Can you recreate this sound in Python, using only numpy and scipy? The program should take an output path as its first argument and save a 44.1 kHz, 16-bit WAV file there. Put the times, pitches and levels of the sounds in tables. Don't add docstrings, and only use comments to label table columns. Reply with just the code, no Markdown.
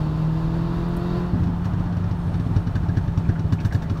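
import sys
import numpy as np
from scipy import signal
from scipy.fft import rfft, irfft
from scipy.io import wavfile

SR = 44100
rng = np.random.default_rng(int(sys.argv[2]) if len(sys.argv) > 2 else 0)


def file_out(sig):
    cols = np.atleast_2d(sig).T
    lim = np.clip(cols, -1, 1)
    pcm = np.round(lim * 32767).astype(np.int16)
    wavfile.write(sys.argv[1], SR, pcm)


N = 176400
TIME = np.arange(N) / SR

# start_s, boom_db, crack_db, buzz_db, sizzle_db
POPS = [(1.3326, -3, -69, -52, -77), (1.3516, -17, -65, -50, -78), (1.3965, -8, -70, -56, -72),
        (1.4203, -2, -70, -69, -76), (1.4345, -14, -56.5, -60, -74), (1.4566, -4.5, -76, -54, -80),
        (1.47, -18.5, -61, -45, -82), (1.6436, -19.5, -57, -50, -62), (1.6528, -8, -58, -53, -74),
        (1.7331, -4.5, -61, -46, -82), (1.7954, -8.5, -61, -68, -88), (1.8576, -9.5, -63, -46, -84),
        (1.9237, -7, -60, -43, -80), (1.9669, -5.5, -55.5, -56, -76), (2.0396, -6.5, -60.5, -49, -82),
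        (2.1095, -4, -56, -61, -77), (2.2705, -5.5, -77, -48, -82), (2.3403, -6, -54, -55, -74),
        (2.3966, -7, -58, -48, -68), (2.461, -5.5, -62.5, -61, -82), (2.5094, -7, -77, -54, -82),
        (2.5624, 2.5, -50, -41, -74), (2.6687, -5, -54.5, -43, -73), (2.7525, -4, -50, -34.5, -61),
        (2.83, -7.5, -69, -42, -77), (2.885, -2.5, -55.5, -40, -78), (2.9683, -0.5, -51, -36.5, -64),
        (3.0773, -4.5, -59, -48, -83), (3.1741, -2.5, -52, -50, -62), (3.288, 1.5, -53, -37, -73),
        (3.392, -6.5, -53, -59, -79), (3.4435, -5, -78, -62, -84), (3.5228, 1, -46.5, -38.5, -55),
        (3.6018, -14, -52, -44, -63), (3.6473, -1, -49.5, -35, -52.5), (3.7226, -15, -50, -38, -53),
        (3.7457, 0.5, -50.5, -36, -60), (3.8205, -17, -53.5, -40, -60.5), (3.8966, -11.5, -51, -64, -64),
        (3.9064, -6, -78, -61, -78), (3.971, -20, -57.5, -56, -67)]


def amp(db):
    return 10 ** (np.asarray(db) / 20)


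def unit(x):
    return x / np.sqrt(np.mean(x ** 2) + 1e-20)


def curve(table, column=1):
    rows = np.array(table)
    return np.interp(TIME, rows[:, 0], rows[:, column])


def noise(gain):
    spectrum = rfft(rng.standard_normal(N))
    return unit(irfft(spectrum * gain(np.fft.rfftfreq(N, 1 / SR)), N))


def coloured(points):
    hz, db = np.transpose(points)
    return noise(lambda f: amp(np.interp(np.log(f + 1), np.log(hz + 1), db)))


def ringing(hz, width_hz):
    return noise(lambda f: 1 / (1 + (2 * (f - hz) / width_hz) ** 4) ** .5)


def wander(rate_hz):
    return noise(lambda f: (f > 0) / (1 + (f / rate_hz) ** 4))


def swell(t, peak_s):
    return t / peak_s * np.exp(1 - t / peak_s)


def add(mix, start_s, sound):
    part = mix[max(round(start_s * SR), 0):][:len(sound)]
    part += sound[:len(part)]


def road(rumble_db=-29, tyre_db=-51, flutter_db=0.84):
    # freq_hz, gain_db
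    road_eq = [(14, -23), (25, -2), (42, 1), (65, 2), (100, -4.5), (140, 1), (200, -7.5), (290, -13.5),
               (400, -17.5), (480, -24), (700, -20), (1000, -24), (1300, -26), (1700, -30), (2100, -37.5),
               (3000, -40), (4300, -43), (5800, -49), (7300, -53.5), (8500, -53), (10300, -59.5),
               (11500, -59), (15500, -61)]
    bed = amp(rumble_db) * coloured(road_eq) + amp(tyre_db) * ringing(hz=887, width_hz=35)
    return bed * amp(flutter_db * wander(rate_hz=9))


def ticks_and_whistle():
    # start_s, level_db
    tick_cues = [(.883, -59), (0.9654, -48.5), (.994, -60)]
    # freq_hz, gain_db
    tick_eq = [(3000, -20), (7000, -8), (9000, 2), (12000, 0), (15500, -3)]
    # pitch_hz, width_hz, level_db
    whistle_bands = [(8250, 450, -68.5), (9350, 400, -68)]
    # time_s, gain_db
    whistle_fade = [(2.1, -34), (2.2, -5), (2.4, -8), (2.65, -11), (3, -30)]
    tick_env = np.zeros(N)
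    for start_s, db in tick_cues:
        add(tick_env, start_s, amp(db) * swell(TIME[:SR // 10], peak_s=.0035))
    whistle = sum(amp(db) * ringing(hz, width) for hz, width, db in whistle_bands)
    return tick_env * coloured(tick_eq) + amp(curve(whistle_fade)) * whistle


def rattles():
    # start_s, pitch_hz, width_hz, level_db, rise_s
    rattle_cues = [(3.251, 2300, 400, -47, .004), (3.35, 1580, 446, -42.5, 0.01),
                   (3.583, 2450, 800, -47, 0.0087), (3.706, 1750, 400, -42, 0.0097),
                   (3.838, 1870, 350, -48, 0.01), (3.896, 1210, 300, -42, 0.0058),
                   (3.95, 1250, 350, -41, 0.012)]
    mix = np.zeros(N)
    for start_s, hz, width, db, rise_s in rattle_cues:
        mix += amp(db) * swell(np.maximum(TIME - start_s, 0), rise_s) * ringing(hz, width)
    return mix


def exhaust_flow():
    # time_s, level_db
    chuff_level = [(1.29, -85), (1.335, -26), (1.39, -32), (1.44, -34.5), (1.52, -33.5), (1.6, -51),
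                   (1.9, -65)]
    # time_s, level_db
    flow_level = [(1.1, -53), (1.3, -45.5), (1.55, -44), (1.7, -41.5), (2.1, -46.5), (2.6, -48), (3.2, -51),
                  (4, -52)]
    # freq_hz, gain_db
    flow_eq = [(200, -10), (450, -4), (750, 5), (1200, 2), (1900, -11), (2300, -22.5), (3100, -15),
               (4000, -31.5), (8000, -44.5), (15500, -40.5)]
    chuff = amp(curve(chuff_level)) * ringing(hz=236, width_hz=110)
    return chuff + amp(curve(flow_level)) * coloured(flow_eq)


def breathing(firing_phase, rush_db=-44, pulse_depth=0.21):
    # pitch_hz, width_hz, level_db
    intake_bands = [(1016, 17, -52.5), (2724, 110, -62.5), (3594, 67, -68), (3755, 37, -62.5),
                    (4460, 39, -64), (4780, 100, -60.5), (7030, 100, -78.5)]
    # freq_hz, gain_db
    rush_eq = [(100, 7.5), (300, -3.5), (500, -13.5), (1000, -3.5), (1400, -7.5), (2100, -15), (3000, -13),
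               (4300, -12.5), (6500, -28.5), (10000, -35), (15500, -34.5)]
    whistles = sum(amp(db) * ringing(hz, width) for hz, width, db in intake_bands)
    rush = unit(coloured(rush_eq) * (1 + pulse_depth * np.cos(firing_phase)))
    return amp(rush_db) * rush + whistles


def growl(firing_phase, mean_hz, rough_hz, rasp_db=-59, knee_hz=1250, slope_db_per_octave=-21.5):
    # firing_multiple, level_db
    partials = [(.25, -35.5), (.5, -49), (.75, -32.5), (1.25, -43), (1.5, -45), (1.75, -44.5), (2, -34.5),
                (2.5, -44.5), (3, -47.5), (3.5, -50.5), (4, -48.5), (5.75, -48), (6, -55.5), (6.5, -50.5)]
    firm_db = dict(partials)
    shake = wander(rough_hz)
    blurred_phase = firing_phase + .14 * wander(rate_hz=28)
    mix = np.zeros(N)
    for multiple in np.arange(1, 48) / 4:
        if multiple == 1:
            continue
        octaves_over_knee = max(np.log2(multiple * mean_hz / knee_hz), 0)
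        db = firm_db.get(multiple, rasp_db + slope_db_per_octave * octaves_over_knee)
        depth = 0.14 if multiple in firm_db else 1.0
        waver = 1 + depth * np.roll(shake, rng.integers(N))
        mix += amp(db) * waver * np.sin(multiple * blurred_phase + 2 * np.pi * rng.random())
    return mix


def engine(rough_hz=14, pitch_jitter=0.0022):
    # time_s, pitch_hz, level_db
    firing = [(0, 153.7, -23.5), (.25, 157.6, -22), (.6, 165.6, -25), (1.15, 176.3, -26.5),
              (1.28, 176.5, -30), (1.45, 171.4, -24), (1.65, 175.3, -26.5), (2.1, 171.5, -28),
              (2.6, 169.7, -31), (3.2, 166, -28), (4, 160.7, -31.5)]
    # time_s, load_db
    throttle = [(0, -1.5), (.3, -2.5), (.7, -0.5), (1.0, -0.5), (1.17, 2), (1.28, -3), (1.44, -11.5),
                (2.5, -13), (4, -21)]
    # firing_multiple, level_db
    overrun_partials = [(1.75, -48), (2, -56), (2.5, -50.5), (3, -60), (3.5, -52.5)]
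    firing_hz = curve(firing) * (1 + pitch_jitter * wander(rough_hz))
    phase = 2 * np.pi * np.cumsum(firing_hz) / SR
    load_db = curve(throttle)
    lift_off = 1 - np.minimum(amp(load_db), 1)
    drone = amp(curve(firing, column=2)) * np.sin(phase) * (1 + 0.15 * wander(rough_hz))
    drone += amp(load_db) * growl(phase, firing_hz.mean(), rough_hz)
    for multiple, db in overrun_partials:
        waver = 1 + 0.54 * wander(rough_hz)
        drone += amp(db) * lift_off * waver * np.sin(multiple * phase + 2 * np.pi * rng.random())
    breath = amp(1.17 * load_db) * breathing(phase)
    return np.sqrt(2) * drone + breath


def burble(slots_per_s=32, spread_db=3, crack_offset_db=-58.5, clearance_s=.015):
    # time_s, boom_db
    burble_level = [(1.25, -50), (1.34, -15), (1.55, -15), (2.4, -16), (3, -21), (4, -25)]
    rows = []
    for slot, (place, size) in enumerate(rng.random((int(slots_per_s * N / SR), 2))):
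        start_s = (slot + place) / slots_per_s
        db = np.interp(start_s, *np.transpose(burble_level)) + spread_db * (2 * size - 1)
        if min(abs(start_s - pop[0]) for pop in POPS) > clearance_s:
            rows.append((start_s, db, db + crack_offset_db, -np.inf, -np.inf))
    return rows


def metal_ring(t, detune=0.0063, spread_db=5.5):
    # pitch_hz, level_db, decay_s
    modes = [(1120, -3, .008), (1590, 3, .014), (2300, -5, .01), (2560, -4, .01), (2920, -2, .014),
             (3380, -3, .012), (3630, 0, .011), (4300, -4, .011), (4580, -2, .011), (4780, -3, .013),
             (5380, -4, .012), (5620, -3, .012), (5950, -4, .011), (8350, -14, .009)]
    ring = np.zeros(len(t))
    for hz, db, decay_s in modes:
        force, bend, start_cycles = rng.standard_normal(3)
        envelope = amp(db + spread_db * np.tanh(force)) * np.exp(-t / decay_s)
        ring += envelope * np.sin(2 * np.pi * (hz * (1 + detune * bend) * t + start_cycles))
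    return ring


def exhaust_pops(boom_lead_s=0.0019, trim_lag_s=0.0017):
    # pitch_hz, level_db, rise_s
    boom_modes = [(123.4, -11.5, 0.0096), (103.3, -12.5, 0.014), (165.4, -15.5, 0.0059),
                  (249, -19.5, 0.0051), (334, -32.5, 0.0047), (417.3, -39, .009), (69, -29, .012)]
    t = TIME[:SR // 8]
    boom = -sum(amp(db) * swell(t, rise) ** 2 * np.sin(2 * np.pi * hz * t) for hz, db, rise in boom_modes)
    attack = 1 - np.exp(-t / .001)
    snap = attack * (np.exp(-t / .01) + amp(-3.5) * np.exp(-t / .012))
    body, puff_env, crack_env, buzz_env, sizzle_env = np.zeros((5, N))
    for start_s, boom_db, crack_db, buzz_db, sizzle_db in list(POPS) + burble():
        add(body, start_s - boom_lead_s, amp(boom_db + 0.36) * boom)
        add(body, start_s, amp(crack_db - 0.5) * attack * metal_ring(t))
        add(puff_env, start_s, amp(boom_db - 31) * swell(t, peak_s=.008))
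        add(crack_env, start_s, amp(crack_db + 10) * snap)
        add(buzz_env, start_s + trim_lag_s, amp(buzz_db - 2.5) * swell(t, peak_s=0.0067))
        add(sizzle_env, start_s + trim_lag_s, amp(sizzle_db + 2) * swell(t, peak_s=0.0083))
    # freq_hz, gain_db
    crack_eq = [(200, 6.5), (550, 12.5), (1100, 11.5), (2100, 1), (2600, 3), (3100, -5.5), (3600, 3),
                (4700, 1.5), (5200, -3.5), (5800, -2), (6600, -10.5), (8600, -18.5), (10000, -24.5),
                (15500, -34)]
    # freq_hz, gain_db
    sizzle_eq = [(3000, -14), (6000, 8), (8500, 2), (10200, -6), (11500, 0), (15500, -4)]
    gas = puff_env * ringing(hz=280, width_hz=110) + crack_env * coloured(crack_eq)
    trim = buzz_env * ringing(hz=1628, width_hz=246) + sizzle_env * coloured(sizzle_eq)
    return body + gas + trim


def cabin_colour(x):
    # freq_hz, width_hz, gain_db
    bands = [(694, 21, 3.5), (820, 130, 0), (1140, 29, -0.5), (1562, 54, -3.5), (1571, 16, 2),
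             (1628, 13, 0), (1970, 68, 1.5), (2410, 90, 2.5), (2870, 100, -2.5), (2880, 55, 3.5),
             (2940, 79, 1.5), (3540, 80, 2), (3700, 150, -0.5), (4370, 220, 0.5), (4780, 190, -6),
             (5350, 64, 3), (5550, 53, 0), (6950, 200, 1.5), (7650, 450, -2.5), (10350, 460, -2.5),
             (11500, 300, 2), (12900, 400, 1.5)]
    f = np.fft.rfftfreq(8192, 1 / SR)
    db = sum(gain / (1 + (2 * (f - hz) / width) ** 4) for hz, width, gain in bands)
    log_gain = np.log(amp(np.r_[db, db[-2:0:-1]]))
    spectrum = np.exp(np.conj(signal.hilbert(log_gain)))
    impulse = np.fft.ifft(spectrum).real[:len(f)]
    return signal.oaconvolve(x, impulse)[:N]


def scene():
    mix = engine() + exhaust_flow() + road() + exhaust_pops() + rattles() + ticks_and_whistle()
    return cabin_colour(mix)[None]


def record(dry, low_cut_hz=4.3, high_cut_hz=15750, fade_s=.002):
    low_cut = signal.butter(1, low_cut_hz, "high", fs=SR, output="sos")
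    high_cut = signal.firwin(801, high_cut_hz, window=("kaiser", 9), fs=SR)
    fades = np.minimum(np.minimum(TIME, TIME[::-1]) / fade_s, 1)
    return signal.oaconvolve(signal.sosfilt(low_cut, dry) * fades, high_cut[None], "same")


dry = scene()
out = record(dry)
file_out(out)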